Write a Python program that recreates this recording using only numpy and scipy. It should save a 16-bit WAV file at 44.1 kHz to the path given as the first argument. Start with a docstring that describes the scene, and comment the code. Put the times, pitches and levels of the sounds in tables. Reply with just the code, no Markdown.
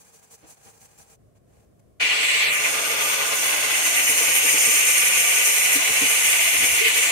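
"""Light scratching on a steel hob is heard first, over the low murmur of a kitchen.
At two seconds a steam cleaner opens on the burner. Its jet roars while the nozzle is lifted,
sharpens to a hiss as it warms and settles, and is scrubbed quickly to and fro.
The nozzle bumps the hollow hob and makes it ring, and the hose thuds on the worktop.
The hob's resonances (pitches it rings at) colour much of the noise; the kitchen scatters it."""
import sys
import numpy as np
from scipy import signal
from scipy.fft import rfft, irfft
from scipy.io import wavfile
from scipy.ndimage import uniform_filter1d, map_coordinates

SR = 44100
rng = np.random.default_rng(int(sys.argv[2]) if len(sys.argv) > 2 else 0)


def put_to_file(sound):
    """Save the sound as 16-bit audio at rate SR, in the file named by the first command-line argument."""
    columns = np.atleast_2d(sound).T  # one column per channel
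    safe = np.clip(columns, -1, 1)
    whole_steps = np.round(safe * 32767)
    wavfile.write(sys.argv[1], SR, whole_steps.astype(np.int16))


N = 313551
T = np.arange(N) / SR
FREQ = np.maximum(np.fft.rfftfreq(N, 1 / SR), 1)
STEAM_ON_S = 1.997

# The rubbed steel sheet. Each row: pitch in Hz, relative level in dB.
SHEET_SPECTRUM = [(100, 4), (170, 3.5), (330, -5.5), (470, 1), (620, -2), (820, 0.5), (1150, -5.5),
                  (1700, -8), (2500, -8), (3500, -15), (6000, -21)]
# Bumps on the hob. Each row: start in seconds, middle tone in dB, top tone in dB,
# pitch factor of the boom and middle tone, spread between the ears from 0 to 1.
NOZZLE_BUMPS = [(.425, -41, -53, 1.13, .3), (4.084, -28.5, -23, 0.95, 0), (4.198, -32, -23, 1.2, 0),
                (4.272, -32, -38, 0.91, 0.6), (4.438, -28, -21, 0.95, .3), (4.53, -24, -27, 1.1, 0.4),
                (4.666, -25, -17, 0.93, 0.57), (5.747, -19, -36, 1.03, 0), (5.885, -30, -21.5, 0.93, 0.4),
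                (6.01, -16, -27, 0.98, 0.36), (6.628, -28, -23, 1.05, 0.5), (6.805, -50, -11.5, 1, 0.66),
                (6.849, -52, -14.5, 1.1, 0.46), (6.969, -46, -17.5, 1, 0.5)]
# Scrubbing, up to about seven strokes a second. Each row: time in seconds, relative swing in level.
SCRUB_STROKES = [(2.39, -8.5), (2.535, 14), (2.8, -6), (3.05, 1), (3.32, -2), (3.6, -1), (3.747, 1),
                 (3.852, 8), (3.98, 4), (4.09, 1), (4.23, -2), (4.368, 11), (4.502, 2), (4.628, -1),
                 (4.761, 2), (4.908, -1), (5.05, 1), (5.205, 4), (5.322, -2), (5.463, 5), (5.592, -1),
                 (5.733, 9), (5.871, -1), (5.978, 0), (6.125, 3), (6.28, 5), (6.423, 2), (6.544, 2),
                 (6.644, 3), (6.76, 0), (6.868, 7), (6.98, 7)]
# How well the nozzle seals on the steel. Each row: time in seconds, seal from 0 to 1.
NOZZLE_SEAL = [(2.5, 0.1), (2.85, 1), (3.55, 0.3), (3.66, 0.2), (3.91, 0.1), (3.98, 0.77), (5.7, 0.94),
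               (5.82, 0.37), (6.76, 0.6), (6.85, 0.1)]


def undb(db):
    """Turns decibels into a gain."""
    return np.exp(np.asarray(db) * (np.log(10) / 20))


def curves(rows):
    """Each column of a timed table, joined by straight lines."""
    times, *columns = np.transpose(rows)
    return [np.interp(T, times, column) for column in columns]


def wander(rate):
    """A smooth random wobble, about 1 in size, with rate new values a second."""
    hold = int(SR / rate)
    steps = np.repeat(rng.standard_normal(N // hold + 1), hold)
    smooth = uniform_filter1d(uniform_filter1d(steps, hold), hold)[:N]
    return smooth / smooth.std()


def swell(s, length, order=2):
    """A smooth rise and fall around second s; a higher order gives a flatter top."""
    out, near = np.zeros(N), np.abs(T - s) < 4 * length
    out[near] = np.exp(-np.log(2) / 2 * np.abs(2 * (T[near] - s) / length) ** order)
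    return out


def delayed(sound, lag_s):
    """The sound after a delay that may move."""
    return np.array([map_coordinates(ear, [(T - lag_s) * SR], mode="mirror") for ear in sound])


def resonant_colour(resonances):
    """The boost in dB that resonances give to each pitch."""
    return sum(db / (1 + 2 * ((FREQ - hz) / width) ** 2) ** 2 for hz, width, db in resonances)


def rush(spectrum, colour_db=0, drops=0., drop_rate=500, echo=0.4, echo_s=.012, alike_hz=105):
    """Shaped noise plus tiny impacts, scattered by the room so only the bass is alike in both ears."""
    impacts = (rng.random(N) < drop_rate / SR) * rng.standard_normal((2, N)) * np.sqrt(SR / drop_rate)
    # mid is what the ears share, side is how they differ
    mid, side = rfft(rng.standard_normal((2, N)) + drops * impacts)
    echoes = rng.standard_normal(SR // 20) * np.exp(-T[:SR // 20] / echo_s)
    side = (side + echo * mid * rfft(echoes / np.linalg.norm(echoes), N)) / np.hypot(1, echo)
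    hz, db = np.transpose(spectrum)
    roll_off = np.minimum(FREQ / hz[0], 1) ** 2 * np.minimum(hz[-1] / FREQ, 1) ** 4
    gain = roll_off * undb(np.interp(np.log(FREQ), np.log(hz), db) + colour_db)
    mid = irfft(mid * gain, N)
    side = irfft(side * gain * FREQ ** 2 / np.hypot(FREQ ** 2, alike_hz ** 2), N)
    return np.array([mid + side, mid - side]) / mid.std()


def scratching(colour, stop_s=1.16, firm_rasp_db=-50.5, firm_sheet_db=-58):
    """Fibres catch on the steel in quick strokes and rub at the turns; the sheet answers lower down."""
    # Each row: time in seconds, rasp level in dB, length in seconds before stretching.
    scratches = [(0.003,-55.5,0.035), (0.074,-61,0.036), (0.166,-57,0.039), (0.24,-58,0.014),
                 (0.335,-51,0.028), (0.509,-52.5,0.041), (0.595,-67,0.03), (0.674,-54.5,0.048),
                 (0.76,-62,0.027), (0.834,-54.5,0.037), (1.006,-55,0.034), (1.117,-60,0.042),
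                 (1.368,-75,0.02), (1.568,-72.5,0.093), (1.799,-70,0.006)]
    # Each row: pitch in Hz, relative level in dB.
    rasp_spectrum = [(1500, -22), (3000, -11), (5300, -6.5), (6100, 1.5), (7400, 2.5), (9500, 2),
                     (12000, -2.5), (13000, -13), (15500, -2)]
    contact = np.clip((stop_s - T) / 0.0089, 0, 1)
    rasp_power, sheet_power = (undb(-64.5) * contact) ** 2, (undb(-64) * contact) ** 2
    for s, db, length in scratches:
        stroke = swell(s, 1.48 * length, order=4)  # bites at once, then holds
        rasp_power += (undb(db) * stroke) ** 2
        sheet_power += (undb(firm_sheet_db + 0.51 * (db - firm_rasp_db)) * stroke) ** 2
    grip = undb(1.3 * wander(130))
    rasp = np.sqrt(rasp_power) * rush(rasp_spectrum, colour, drops=0.31, drop_rate=1300)
    sheet = np.sqrt(sheet_power) * rush(SHEET_SPECTRUM, colour, drops=0.52)
    return grip * (rasp + sheet)


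def kitchen(hum_hz=108, hum_db=-4):
    """Low, slightly wavering room air with a hum."""
    # Each row: pitch in Hz, relative level in dB.
    air_spectrum = [(20, -19), (55, 2.5), (130, 0), (250, -7), (700, -10.5), (870, -31), (1070, -20),
                    (1250, -27), (2300, -32.5), (4000, -38), (9000, -33), (15000, -39)]
    # Each row: time in seconds, level in dB.
    air_levels = [(0, -76), (1.14, -66.5), (1.2, -60.5), (2, -60), (2.6, -64.5), (7.11, -62.5)]
    hum = undb(hum_db) * np.sin(2 * np.pi * hum_hz * T + wander(7.3))
    return (rush(air_spectrum) + hum) * undb(curves(air_levels)[0] + 0.91 * wander(14))


def bumps(boom_db=-13, push_s=.014):
    """The nozzle's soft push wakes the sheet's deepest tones, which waver as it chatters and die away."""
    # Boom, middle tone and top tone. Each row: pitch in Hz, seconds to fade by 60 dB.
    sheet_tones = [(175, 0.126), (278, 0.12), (455, 0.11)]
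    out, chatter = np.zeros((2, N)), 0.68 * wander(70)
    for s, middle_db, top_db, tuning, spread in NOZZLE_BUMPS:
        start = int(s * SR)
        t = T[:min(SR // 2, N - start)]
        span = slice(start, start + len(t))
        phase = spread * np.pi / 2 * np.array([[1], [-1]]) + chatter[span]
        levels = (middle_db + boom_db, middle_db, top_db)
        tunings = (tuning, tuning, 1 + 0.008 * rng.standard_normal())
        for (hz, fade_s), db, detune in zip(sheet_tones, levels, tunings):
            ring = undb(db - 60 * t / fade_s) * (1 - np.exp(-(t / push_s) ** 2))
            out[:, span] += ring * np.sin(2 * np.pi * hz * detune * t + phase)
    return out


def bump_grit(gain_db=-18, cap_db=-27, after_s=0.021, length_s=0.024):
    """The nozzle's rim drags briefly as it lands; past a cap, firmer bumps drag no harder."""
    # Each row: pitch in Hz, relative level in dB.
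    grit_spectrum = [(70, 3), (130, 1.5), (200, 0.5), (330, 1), (520, 4.5), (800, -29)]
    drags = sum(undb(min(db, cap_db)) * swell(s + after_s, length_s) for s, db, *_ in NOZZLE_BUMPS)
    return rush(grit_spectrum) * undb(gain_db) * drags


def scrapes(colour):
    """The nozzle's hard rim scrapes the sheet and makes it ring."""
    # Each row: time in seconds, level in dB, length in seconds.
    rim_scrapes = [(0.448, -56, 0.031), (0.676, -53.5, 0.028)]
    level = sum(undb(db) * swell(s, length) for s, db, length in rim_scrapes)
    return rush(SHEET_SPECTRUM, colour, drops=.6) * level


def steam(colour, valve_rise_s=0.015):
    """The jet: a roar inside the nozzle, hiss and an edge tone at its lip, water striking the steel."""
    # The jet's voices, low to high. Each row: pitch in Hz, relative level in dB.
    splash_spectrum = [(30, -28), (80, -14), (160, -3.5), (230, -10), (360, -8), (500, 4), (800, 0),
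                       (1300, 0.5), (1650, 5), (2300, -26), (4000, -36)]
    roar_spectrum = [(1200, -63), (1600, -19.5), (1830, -9), (1980, 1), (2450, 2.5), (2750, -3.5),
                     (3030, -5), (3200, -15.5), (3800, -61)]
    spit_spectrum = [(2600, -49), (3200, 8), (3700, 4.5), (4400, 4), (5100, -6.5), (6000, -4), (8000, -56)]
    hiss_spectrum = [(4500, -16), (5300, -4.5), (5900, 1.5), (6400, 0), (7000, -1), (7450, 2), (8100, -4),
                     (8700, 1), (11000, -36)]
    edge_spectrum = [(7900, -19), (8350, -6), (8550, 1), (8850, 6), (9200, 2), (9800, -2.5), (10300, 0.5),
                     (10800, -14), (12500, -35)]
    sizzle_spectrum = [(10900, -22), (11300, 5), (11550, 4.5), (11750, 4), (12030, 0), (12200, 7),
                       (12500, -15)]
    spray_spectrum = [(9500, -18), (10700, 4.5), (11300, -4), (12200, -6), (12700, 0), (13200, -4),
                      (14600, -1), (15300, -5), (16000, -12)]
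    # water makes the flow sputter; the jet flutters on the burner's edges; the hand is unsteady
    sputter, flutter, hand = wander(70), wander(40), wander(14)
    scrub, seal = scrubbing(), curves(NOZZLE_SEAL)[0]

    roar = rush(roar_spectrum, colour, drops=0.34) * jet_gain(-30, force_db=5, lift_db=5, cold_db=2)
    roar *= undb(surges() + 0.36 * scrub + 0.83 * sputter + 0.31 * wander(160) + 0.25 * wander(22))
    splash = rush(splash_spectrum, colour, drops=0.38) * undb(sputter)
    splash *= jet_gain(-32, force_db=-4, lift_db=-3.5, cold_db=-1)
    spit = rush(spit_spectrum, colour, drops=0.43) * undb(sputter - 2 * seal)
    spit *= jet_gain(-33.6, force_db=-0.34, lift_db=4, cold_db=-1)
    hiss = swaying(rush(hiss_spectrum, colour, drops=0.45))
    hiss *= undb(0.23 * scrub + 0.88 * flutter + 0.44 * hand)
    hiss *= jet_gain(-31.5, force_db=6, lift_db=-9.5, cold_db=0)
    edge = swaying(rush(edge_spectrum, colour, drops=0.22))
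    edge *= undb(0.5 * scrub + 0.89 * flutter + 0.37 * wander(45) + 0.21 * hand)
    edge *= jet_gain(-33.5, force_db=8, lift_db=-10, cold_db=-2)
    spray = rush(spray_spectrum, drops=0.17) * undb(0.54 * scrub + 1.1 * flutter)
    spray *= jet_gain(-36.5, force_db=4, lift_db=-1.5, cold_db=-11.5)
    sizzle = rush(sizzle_spectrum) * undb(4.5 * seal + 0.84 * scrub + 0.82 * flutter)
    sizzle *= jet_gain(-42, force_db=5, lift_db=-3, cold_db=-14)

    body = reflections(roar, gain=.1) + reflections(splash, gain=.18)
    treble = gap_whoosh() + spit + hiss + trapped_echo(edge + spray + sizzle, seal)
    valve = np.clip((T - STEAM_ON_S) / valve_rise_s, 0, 1)
    return valve * (body + reflections(treble, gain=.28))


def jet_gain(base_db, force_db, lift_db, cold_db, warm_up_s=0.43):
    """Gain of one voice: full force, a lifted nozzle and cold steam each add their dB to the base."""
    # Each row: time in seconds, force on the steel (near 0 is gentle, 1 is full).
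    jet_force = [(2.0, 0.15), (2.19, -0.16), (2.25, 0.17), (2.37, 0.42), (2.48, 0.26), (2.58, 0.26),
                 (2.71, 0.079), (2.8, 0.028), (3.55, 0.16), (3.92, 0.6), (4.0, 0.7), (4.65, 1), (5.6, 1),
                 (5.8, 0.74), (6.15, 0.95), (6.35, 0.96), (6.75, 1), (7.1, 0.79)]
    # Each row: time in seconds, lift (0 is on the steel, 1 is clear of it).
    nozzle_lift = [(2.0, 0.83), (2.15, 1), (2.3, 0.97), (2.47, 0.93), (2.57, 0.52), (2.72, 0.09),
                   (2.85, 0.16), (4.0, 0), (5.68, 0.14), (5.86, 0.29), (5.95, 0.08), (6.25, 0.05),
                   (6.4, 0.3), (6.76, 0.12), (6.85, 1), (6.95, 0.27), (7.1, 0.3)]
    force, lift = curves(jet_force)[0], curves(nozzle_lift)[0]
    cold = np.exp(-np.maximum(T - STEAM_ON_S, 0) / warm_up_s)
    return undb(base_db + force_db * force + lift_db * lift + cold_db * cold)


def swaying(sound, drift=.006):
    """The nozzle rocks in the hand, so the pitches at its lip drift up and down."""
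    return delayed(sound, np.cumsum(drift * wander(11)) / SR)


def reflections(sound, gain, count=7, delay_range_s=(.0006, .01)):
    """The jet's sound glances off burner, rim and arm; these short echoes come and go with the hand."""
    out = sound.copy()
    for ear, direct in zip(out, sound):
        power = 1
        for delay_s in rng.uniform(*delay_range_s, count):
            lag, strength = int(delay_s * SR), gain * wander(3)
            ear[lag:] += strength[lag:] * direct[:N - lag]
            power = power + strength ** 2
        ear /= np.sqrt(power)
    return out


def gap_whoosh(width_hz=1500, upper_ratio=1.35, boost_db=5):
    """Two broad resonances slide down as the nozzle nears the steel and return when it tips or lifts."""
    # Each row: time in seconds, lower pitch in Hz, lower and upper levels in dB before the boost.
    gap_resonances = [(2.02, 7200, -47, -64), (2.25, 8020, -33.5, -45), (2.37, 7920, -35.5, -62),
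                      (2.5, 7920, -39.5, -55), (2.62, 6130, -40, -44), (2.95, 6000, -41, -49),
                      (5.7, 7400, -38, -51), (6.08, 7700, -39, -36), (6.22, 7800, -33, -38),
                      (6.42, 7800, -37, -41), (6.72, 7840, -43, -39), (6.86, 7820, -34, -44),
                      (7.11, 7450, -30.5, -39)]
    hz, *levels = curves(gap_resonances)
    low_pass = signal.butter(2, width_hz / 2, fs=SR, output="sos")
    out = 0
    for ratio, db in zip((1, upper_ratio), levels):
        noise = signal.sosfilt(low_pass, rng.standard_normal((2, 2, N)))
        phase = 2 * np.pi * np.cumsum(hz * ratio) / SR
        band = noise[0] * np.cos(phase) + noise[1] * np.sin(phase)
        out = out + undb(db + boost_db) * band / noise.std()
    return out


def trapped_echo(sound, seal, spacing_hz=2627, rock=.01):
    """A flipped echo between steel and nozzle cuts dips in the treble that shift as the nozzle rocks."""
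    strength = 0.31 * seal
    echo = delayed(sound, (1 + rock * wander(12)) / spacing_hz)
    return (sound - strength * echo) / np.hypot(1, strength)


def surges(length_s=0.018):
    """The roar's boost in dB as slugs of water burst through the nozzle."""
    # Each row: time in seconds, boost in dB.
    bursts = [(2.11, 1.5), (2.655, 7), (3.752, 5.5), (3.975, 5.5), (4.08, 4), (4.325, 3), (4.484, 4),
              (5.06, 1), (5.31, 2), (5.968, 3)]
    return sum(db * swell(s, length_s) for s, db in bursts)


def scrubbing():
    """Each stroke tips the jet against the steel and swings its level up and down."""
    times, swings = np.transpose(SCRUB_STROKES)
    turns = np.interp(T, times, np.arange(len(times)))
    return np.cos(2 * np.pi * turns) * np.interp(T, times, swings, 0, 0) / 2


def hose_thuds():
    """The hose drags against the worktop in short low rumbles."""
    # Each row: time in seconds, level in dB, length in seconds.
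    thuds = [(2.506, -50.5, 0.051), (4.3, -55, 0.055), (5.91, -48, 0.029), (6.613, -40.5, 0.035),
             (6.724, -47, 0.046)]
    # Each row: pitch in Hz, relative level in dB.
    thud_spectrum = [(20, -4), (45, -23), (85, 2.5), (130, -10), (300, -13)]
    return rush(thud_spectrum) * sum(undb(db) * swell(s, length) for s, db, length in thuds)


def settling(sound, at_s=2.51, length_s=0.17, dip_hz=5470, width_hz=2200, octaves_per_s=8.6, depth=.62):
    """As the nozzle first comes down, the steel's echo weakens a band that falls through the hiss."""
    octaves = np.clip(-octaves_per_s * (T - at_s) + .05 * wander(34.9), -.5, 1)
    # slide the moving band down to 0 Hz, pick it out, and slide it back
    shift = np.exp(2j * np.pi * np.cumsum(dip_hz * 2 ** octaves) / SR)
    low_pass = signal.butter(2, width_hz / 2, fs=SR, output="sos")
    band = 2 * np.real(shift * signal.sosfiltfilt(low_pass, sound / shift))
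    return sound - depth * swell(at_s, length_s) * band


def dragging(start_s=3.95, db=-49, length_s=0.053, uneven_db=3.0):
    """Each later scrubbing stroke drags the nozzle over the sheet and briefly wakes its tones."""
    # Each row: pitch in Hz, relative level in dB.
    drag_spectrum = [(400, -23), (450, -2.5), (492, -13), (545, 1), (590, -11), (668, -1.5), (730, -6)]
    strokes = sum(swell(s, length_s) for s, _ in SCRUB_STROKES if s > start_s)
    return rush(drag_spectrum, drops=0.95, drop_rate=160) * strokes * undb(db + uneven_db * wander(5.9))


def scene():
    """Scratching, then steam and bumps, over the quiet kitchen."""
    # Hob and worktop corner. Each row: pitch in Hz, width in Hz, boost in dB.
    hob_resonances = [(306.5, 69, 12), (439, 58, 9), (540, 33, 4.5), (674, 28, 10), (766, 86, 6),
                      (904, 84, 7), (1048, 46, 9.5), (1189.4, 72, 11.5), (1370, 59, 4), (1477, 74, 10.5),
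                      (1750, 54, 7), (2743, 89, 7.5), (2913, 33, 8), (3020, 48, 6.5), (3170, 30, 6.5),
                      (3440, 55, 7), (4117, 40, 5), (4970, 240, 4), (5470, 60, 6), (6084, 108, 10),
                      (6380, 240, 5), (6614, 110, 6), (6710, 74, -1.5), (7000, 95, 11.5), (7240, 40, 0),
                      (7470, 60, 4.5), (8654, 120, 3), (8830, 58, 6), (9400, 60, 0.5), (9570, 83, 7),
                      (9990, 67, 12.5)]
    # The hob's scratched rim. Each row: pitch in Hz, width in Hz, boost in dB before scaling.
    rim_resonances = [(452, 27, 9.5), (792, 39, 7.5), (1640, 70, 8), (2400, 80, 6), (4230, 170, 7),
                      (4780, 100, 10), (5780, 110, 8.5), (6250, 200, 6.5), (7440, 110, 9.5)]
    hob, rim = resonant_colour(hob_resonances), 0.96 * resonant_colour(rim_resonances)
    jet = settling(steam(hob))
    touches = scratching(rim) + scrapes(rim) + dragging() + bumps() + bump_grit()
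    return jet + touches + hose_thuds() + kitchen()


def record(dry):
    """Cuts away the very highest treble."""
    top_hz = 15650
    return signal.sosfilt(signal.ellip(10, .2, 80, top_hz, fs=SR, output="sos"), dry)


dry = scene()
out = record(dry)
put_to_file(out)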